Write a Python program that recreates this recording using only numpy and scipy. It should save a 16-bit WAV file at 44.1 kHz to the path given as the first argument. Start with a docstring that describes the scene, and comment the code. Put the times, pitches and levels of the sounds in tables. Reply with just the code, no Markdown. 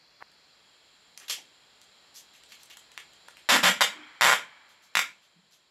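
"""A dull pop sounds over faint hiss in a small room; fingers crinkle a roll of adhesive tape and pick
at its end, then pull it along the metal edge of a panel in short rasps. Each rasp is stick-slip
friction: at every jerk the film snaps, the glue crackles and the roll and taut strip resonate; the
panel rings on. Slower slips snap higher and louder; as the free strip grows, its hum sinks and fades."""
import sys
import numpy as np
from scipy import signal
from scipy.fft import rfft, irfft
from scipy.io import wavfile
from scipy.ndimage import map_coordinates

SR = 44100
rng = np.random.default_rng(int(sys.argv[2]) if len(sys.argv) > 2 else 0)


def bounce(signal):
    """Save signal as a 16-bit WAV file at the path given by the first command-line argument."""
    frames = np.transpose(np.atleast_2d(signal))
    limited = np.clip(frames, -1, 1)
    pcm = np.round(limited * 32767).astype(np.int16)
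    wavfile.write(sys.argv[1], SR, pcm)


N = 251370

# Runs of stick-slip:
# first_slip_s, last_slip_s, start_rate_hz, end_rate_hz, snap_db, glue_db, free_strip_m, panel_db
PULLS = [(3.4895, 3.5685, 314, 160.5, -1, -18, 0.19, -21), (3.6308, 3.6919, 295, 293, -2, -18.5, .27, -20),
         (3.8086, 3.8223, 195, 208, 2.5, -16.5, .29, -13.5), (4.2107, 4.301, 126, 200, 1.5, -17, .35, -25),
         (4.3139, 4.3360, 135, 133, 1, -23, 0.41, -20.5), (4.9532, 4.9914, 53.2, 44.7, -3, -18, 0.34, -33)]
USUAL_RATE_HZ, SHORT_STRIP_M = 200, 0.17  # reference slip rate and free length


def amp(db):
    """Decibels to amplitude ratio."""
    return 10 ** (np.asarray(db) / 20)


def unit(x):
    """Normalisation to rms 1."""
    return x / np.sqrt(np.mean(x ** 2) + 1e-20)


def along(points, hz):
    """Interpolation of (frequency_hz, value) points on a logarithmic frequency axis."""
    frequencies, values = np.transpose(points)
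    return np.interp(np.log(hz + 1e-6), np.log(frequencies), values)


def seconds(size):
    """Sample times."""
    return np.arange(size) / SR


def add(track, start_s, x):
    """Superposition of x on the track."""
    i = max(round(start_s * SR), 0)
    track[i:i + len(x)] += x[:len(track) - i]


def through(x, response):
    """Linear filtering by convolution with an impulse response."""
    return signal.fftconvolve(x, response)[:len(x)]


def impulse(db_of_hz, size=2048):
    """The minimum-phase impulse response of a spectrum, with energy 1."""
    cepstrum = irfft(np.log(amp(db_of_hz(np.fft.rfftfreq(size, 1 / SR))) + 1e-6))
    cepstrum[1:size // 2] *= 2
    cepstrum[size // 2 + 1:] = 0
    response = irfft(np.exp(rfft(cepstrum)))
    return response / np.linalg.norm(response)


def resonance(hz, centre_hz, q):
    """Gain in dB of a second-order resonator."""
    return -10 * np.log10(1 + (q * (hz / centre_hz - centre_hz / (hz + 1e-6))) ** 2)


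def grit(size, spread_db):
    """Fracture noise of rms 1: tiny impulses with a log-normal spread of size."""
    return unit(rng.standard_normal(size) * amp(spread_db * rng.standard_normal(size)))


def hiss(spectrum):
    """Stationary noise of rms 1 with the given spectral shape."""
    gain = amp(along(spectrum, np.fft.rfftfreq(N, 1 / SR)))
    return unit(irfft(rfft(rng.standard_normal(N)) * gain, N))


def background(settle_s=0.7):
    """The noise floor of room and microphone: its colour drifts at first, its level sinks late on."""
    # Spectra of the low hiss and of the early and settled treble: frequency_hz, density_db
    low_spectrum = [(12, -68), (20, -29.5), (27, -33.5), (40, -11.5), (52, -1.5), (96, -9), (123, -4),
                    (319, -5), (369, -5), (582, -3.5), (1850, -4), (2800, -4.5), (3640, -33), (6160, -120)]
    early_spectrum = [(1760, -40), (3000, -17), (3450, 0), (3550, -19), (4030, 0), (4440, 1), (6350, -19),
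                      (7200, -13), (8230, -26.5), (14100, -29), (16000, -43)]
    settled_spectrum = [(1760, -43), (3000, -3), (3310, 6.5), (3480, -4), (3570, -3), (4050, 4.5),
                        (5520, -8.5), (6170, -19), (7350, 0), (7670, -9.5), (8170, -19.5), (9460, -17),
                        (10700, -20.5), (15100, -28), (16000, -42)]
    # Drift of the noise floor: time_s, gain_db
    drift = [(0, -2.5), (3.3, 1), (5.7, -8)]
    gain = amp(np.interp(seconds(N), *np.transpose(drift)))
    settled = np.clip(seconds(N) / settle_s, 0, 1) ** 2
    sizzle = np.sqrt(1 - settled) * hiss(early_spectrum) + np.sqrt(settled) * hiss(settled_spectrum)
    return gain * (amp(-63.5) * hiss(low_spectrum) + amp(-61) * sizzle)


def room(x, build_s=0.00033, gap_s=0.00067, hold_s=0.02, echo_s=0.0251, echo_width_s=0.0025):
    """Reverberation: dense reflections hold for one crossing, swell with the far wall's echo and die."""
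    # Reverberation time: frequency_hz, t60_s
    decay_times = [(120, 0.49), (500, 0.27), (1500, 0.25), (3000, 0.25), (7000, 0.24), (14000, 0.18)]
    # Colour of the reflections: frequency_hz, gain_db
    colour = [(60, -23.5), (160, -2), (260, 2), (400, 2.5), (600, 0.5), (740, -2), (1000, -3.5),
              (2000, 3.5), (3200, 5.5), (4300, -3), (7500, 6.5), (14000, 0.5)]
    hz, frame_s, noise = signal.stft(rng.standard_normal(32768), SR, nperseg=256)
    decay = amp(-60 * np.maximum(frame_s - hold_s, 0) / along(decay_times, hz)[:, None])
    tail = signal.istft(noise * decay, SR, nperseg=256)[1]
    t = seconds(len(tail))
    tail *= 1 - np.exp(-np.maximum(t - gap_s, 0) / build_s)
    tail *= 1 + amp(-0.5) * np.exp(-((t - echo_s) / echo_width_s) ** 2)
    tail = through(tail, impulse(lambda hz: along(colour, hz)))
    return through(x, tail / np.linalg.norm(tail))


def pop(time_s=.2247, swell_s=0.022):
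    """A brief faint swell of noise leads into a dull, dry pop: a filtered impulse with little treble."""
    # Spectrum of the pop: frequency_hz, gain_db
    spectrum = [(200, -34), (500, -25.5), (900, -17.5), (1900, -20.0), (2800, -36.5), (6000, -58)]
    out = np.zeros(N)
    rise = np.linspace(.2, 1, round(swell_s * SR))
    add(out, time_s - swell_s, amp(-47) * rise * rng.standard_normal(len(rise)))
    add(out, time_s, amp([-16.5]))
    return through(out, impulse(lambda hz: along(spectrum, hz)))


def bumps():
    """Soft handling excites low, damped resonances with swells of noise."""
    # Knocks and creaks: start_s, length_s, level_db, pitch_hz
    knocks = [(1.364, 0.034, -54.5, 264), (1.374, 0.022, -48, 770), (3.9, 0.16, -57, 302.7),
              (5.326, 0.079, -65, 179.8)]
    out = np.zeros(N)
    for start_s, length_s, level_db, pitch_hz in knocks:
        swell = np.hanning(round(length_s * SR))
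        body = impulse(lambda hz: 2 * resonance(hz, pitch_hz, q=3))
        add(out, start_s, amp(level_db) * signal.fftconvolve(swell * rng.standard_normal(len(swell)), body))
    return out


def fidgets(rate_hz=7, length_s=0.039, pitch_hz=3600):
    """Fingers rustle the film at jittered intervals; returns rows for crinkles()."""
    # Spells of shifting the grip: start_s, end_s, level_db
    spells = [(2.333, 2.703, -60.5), (3.3, 3.467, -64), (4.619, 5.302, -65)]
    rows = []
    for start_s, end_s, level_db in spells:
        count = max(round((end_s - start_s) * rate_hz), 1)
        for k, (jitter, size, colour) in enumerate(2 * rng.random((count, 3)) - 1):
            onset_s = start_s + (end_s - start_s) * (k + (1 + jitter) / 4) / count
            rows.append((onset_s, length_s, level_db + 2 * size, pitch_hz * 2 ** (colour / 2)))
    return rows


def crinkles(grains_per_s=300, grain_decay=2.4):
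    """Sticky film lifts and creases, releasing energy in clumps of unevenly spaced transients."""
    # Creases of the film: start_s, length_s, level_db, pitch_hz
    creases = [(1.2, 0.044, -54, 1900), (1.281, 0.016, -41, 3500), (1.297, 0.018, -27.5, 3780),
               (1.323, 0.03, -44.5, 2700), (2.149, 0.042, -49.5, 5300), (2.519, 0.016, -48, 2820),
               (2.699, 0.021, -49.5, 2650), (5.509, 0.047, -63, 3990)]
    # Radiation of the film: frequency_hz, gain_db
    spectrum = [(200, 7), (1000, 6), (3500, 6), (6300, 6.5), (7600, 5), (8300, -3), (12000, 9.5),
                (16000, -8.5)]
    out = np.zeros(N)
    for start_s, length_s, level_db, pitch_hz in creases + fidgets():
        t = seconds(round(length_s * SR))
        grain_times = np.cumsum(rng.uniform(.3, 1.7, 64)) / grains_per_s
        grain_phase = np.mod(np.interp(t, grain_times, np.arange(len(grain_times))), 1)
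        swell = np.sin(np.pi * (t + .003) / (length_s + .006))
        clump = unit(grit(len(t), spread_db=0) * np.exp(-grain_decay * grain_phase) * swell)
        film = impulse(lambda hz: along(spectrum, hz) + resonance(hz, pitch_hz, q=1.51))
        add(out, start_s, amp(level_db) * signal.fftconvolve(clump, film))
    return out


def ticks(t60_s=.011):
    """Impulsive excitation: a nail catches the tape's edge, and a broad resonance colours the burst."""
    # Catches of the nail: start_s, level_db, pitch_hz
    catches = [(0.317, -53, 4400), (1.176, -28.5, 3100), (1.816, -41.5, 5100), (2.143, -46, 5160),
               (2.436, -41, 3270), (2.521, -51, 3300), (2.633, -38.5, 6560), (2.771, -34, 3300),
               (2.917, -41.5, 3000), (2.977, -23.5, 1920), (3.134, -45, 3580), (3.284, -32.5, 1330),
               (3.37, -37.5, 2230)]
    # Spectrum of the contact: frequency_hz, gain_db
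    spectrum = [(150, -18), (800, -1.5), (1800, -1), (3200, -1.5), (7000, 0.5), (12000, -0.5),
                (16000, -11.5)]
    out, t = np.zeros(N), seconds(2048)
    for start_s, level_db, pitch_hz in catches:
        contact = impulse(lambda hz: along(spectrum, hz) + resonance(hz, pitch_hz, q=1.2))
        burst = through(grit(len(t), spread_db=8.5) * amp(-60 * t / t60_s), contact)
        add(out, start_s, amp(level_db + 16.5) * burst / np.linalg.norm(burst))
    return out


def roll(jerks):
    """Damped modes make the cardboard roll sound hollow; the wider a mode, the faster it decays."""
    # Modes of the roll: frequency_hz, bandwidth_hz, level_db
    modes = [(600, 300, 6), (1082, 55, -1.5), (1432, 33, -0.5), (1880, 430, -1), (3200, 31, -19),
             (3580, 37, -3), (3910, 360, 5.5)]
    t = seconds(8192)
    ring = sum(amp(db) * np.sqrt(width) * np.exp(-np.pi * width * t) * np.sin(2 * np.pi * hz * t)
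               for hz, width, db in modes)
    return through(jerks, ring / np.linalg.norm(ring))


def panel(pitch_hz, t60_s=1.9):
    """Free vibration of thin metal after a tug: a few clear modes among many close ones, energy 1."""
    # Clear modes of the panel: frequency_hz, level_db
    modes = [(872.1, -71.5), (1157, -75), (1340, -82.5), (1556, -78), (1685, -77), (1739, -93),
             (2024, -72.5), (2121, -72.5), (2191, -76), (2266, -73.5), (2320, -74), (2369, -80),
             (2449, -76), (2676, -83.5), (2864, -85.5), (2982, -77.5), (3074, -87.5), (3160, -78)]
    # Radiation of its close modes: frequency_hz, gain_db
    spectrum = [(150, -45), (500, -6.5), (850, 1.5), (2400, -2), (2750, -14.5), (3200, 0), (3600, -14),
                (6000, -20.5), (9000, -52)]
    t = seconds(65536)
    clear = unit(sum(amp(db) * np.sin(2 * np.pi * hz * t + rng.uniform(0, 2 * np.pi)) for hz, db in modes))
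    wash = unit(through(rng.standard_normal(len(t)), impulse(lambda hz: along(spectrum, hz))))
    emphasis = impulse(lambda hz: resonance(hz, pitch_hz, q=.7))
    ring = through(.5 * clear + wash, emphasis) * amp(-60 * t / t60_s)
    return ring / np.linalg.norm(ring)


def strip(wave_m_per_s=107, feed_m_per_s=.6, rise_s=0.0042, t60_s=0.14, flutter_db=6.5, waver=0.094):
    """The taut strip hums as a string, f = c / 2L: lower and weaker when long, louder for fast slips."""
    out, t = np.zeros(N), seconds(16384)
    for first_s, last_s, rate_hz, *_, free_m, _ in PULLS:
        pull_s = last_s - first_s
        length_m = free_m + feed_m_per_s * np.minimum(t, pull_s)
        flutter, bend = (map_coordinates(rng.standard_normal(64), [t * 150]) for _ in range(2))
        pitch_hz = wave_m_per_s / (2 * length_m) * np.exp(waver * bend)
        level_db = -37.5 - 50 * (length_m - SHORT_STRIP_M) + 20 * np.log10(rate_hz / USUAL_RATE_HZ)
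        release_db = -60 * np.maximum(t - pull_s, 0) / t60_s
        swing = (1 - np.exp(-t / rise_s)) * amp(level_db + flutter_db * flutter + release_db)
        add(out, first_s, swing * np.sin(2 * np.pi * np.cumsum(pitch_hz) / SR))
    return out


def slip_times(first_s, last_s, start_hz, end_hz):
    """Relaxation oscillation as (time_s, rate_hz) pairs; the hand holds its speed, then changes it late."""
    def period(progress):
        return 1 / start_hz + (1 / end_hz - 1 / start_hz) * progress ** 2
    count = max(round((last_s - first_s) / period(np.linspace(0, 1)).mean()), 2)
    elapsed = np.append(0, np.cumsum(period(np.linspace(0, 1, count))))
    times = first_s + (last_s - first_s) * elapsed / elapsed[-1]
    return list(zip(times, 1 / period(np.linspace(0, 1, count + 1))))


def peel(snap_hz=1482, crackle_t60_s=0.032, glue_fade_db_per_s=66.5, taut_s=0.0023, jitter_s=.00035):
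    """Stick-slip friction: each release of tension snaps the film, tears glue and tugs the panel."""
    # Spectrum of a snap: pitch_ratio, gain_db
    snap_spectrum = [(.03, -43.5), (.1, -25.5), (.24, -25), (.38, -8.5), (.6, 0), (1, -0.5), (1.3, -1.5),
                     (1.7, -16.5), (3.2, -23), (4.5, -26.5), (8, -26.5), (11, -55.5)]
    # Spectrum of tearing glue threads: frequency_hz, gain_db
    glue_spectrum = [(150, -21), (800, -18), (2000, 4), (3200, 0), (4300, 0), (5400, -2), (6300, -9.5),
                     (7600, -5), (8200, -17), (10000, -15), (11800, -11), (14000, -21), (16000, -34)]
    snaps, glue, ring = np.zeros((3, N))
    t = seconds(4096)
    for first_s, last_s, start_hz, end_hz, snap_db, glue_db, free_m, panel_db in PULLS:
        slips = slip_times(first_s, last_s, start_hz, end_hz)
        for slip_s, rate_hz in slips:
            tension = USUAL_RATE_HZ / rate_hz  # a longer wait builds more: a higher, louder snap
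            snap = -impulse(lambda hz: along(snap_spectrum, hz / (snap_hz * tension ** 0.19)))
            tilt_db = -0.2 * np.log2(tension)  # per octave: a fast peel is brighter
            threads = impulse(lambda hz: along(glue_spectrum, hz) + tilt_db * np.log2(1 + hz / snap_hz))
            crackle = through(amp(-60 * t / crackle_t60_s) * grit(len(t), spread_db=4), threads)
            fade_db = glue_fade_db_per_s * (slip_s - first_s)  # glue yields more easily as the roll turns
            tautness = 1 - np.exp(-(slip_s - first_s + 1 / rate_hz) / taut_s)
            force = tautness * amp(.6 * rng.normal())
            onset_s = slip_s + rng.normal() * jitter_s
            add(snaps, onset_s, force * amp(snap_db + 3 * np.log2(tension)) * snap)
            add(glue, onset_s, force * amp(glue_db - fade_db) * crackle)
        ring_hz = 3100 * np.exp(-1.9 * (free_m - SHORT_STRIP_M))  # lower when tugged from further away
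        add(ring, last_s, amp(panel_db) * np.sqrt(len(slips)) * panel(ring_hz))  # tugs add in energy
    return snaps, glue, ring


def scene():
    """Direct sound and reflections superpose; the crackle radiates widely, much of it to the walls."""
    snaps, glue, ring = peel()
    body = snaps + amp(-14.0) * roll(snaps + glue)
    hum = strip()
    picks = amp(-5) * ticks()
    nails = picks + amp(-16.0) * roll(picks)
    handling = amp(-1.5) * crinkles() + amp(-2.5) * bumps()
    walls = room(amp(-2.5) * body + amp(-1.5) * glue + amp(0.5) * hum + amp(-3) * nails + handling)
    direct = body + amp(-0.5) * glue + hum + ring + nails + handling + pop()
    return (direct + walls + background())[None]


def record(dry, low_cut_hz=75, top_hz=15850):
    """Band limiting: the small microphone loses deep bass, and the recorder cuts the highest treble."""
    thin = signal.sosfilt(signal.butter(1, low_cut_hz, "high", fs=SR, output="sos"), dry)
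    passband = np.clip((top_hz - np.fft.rfftfreq(N, 1 / SR)) / 500 + .5, 0, 1)
    return irfft(rfft(thin) * passband, N)


dry = scene()
out = record(dry)
bounce(out)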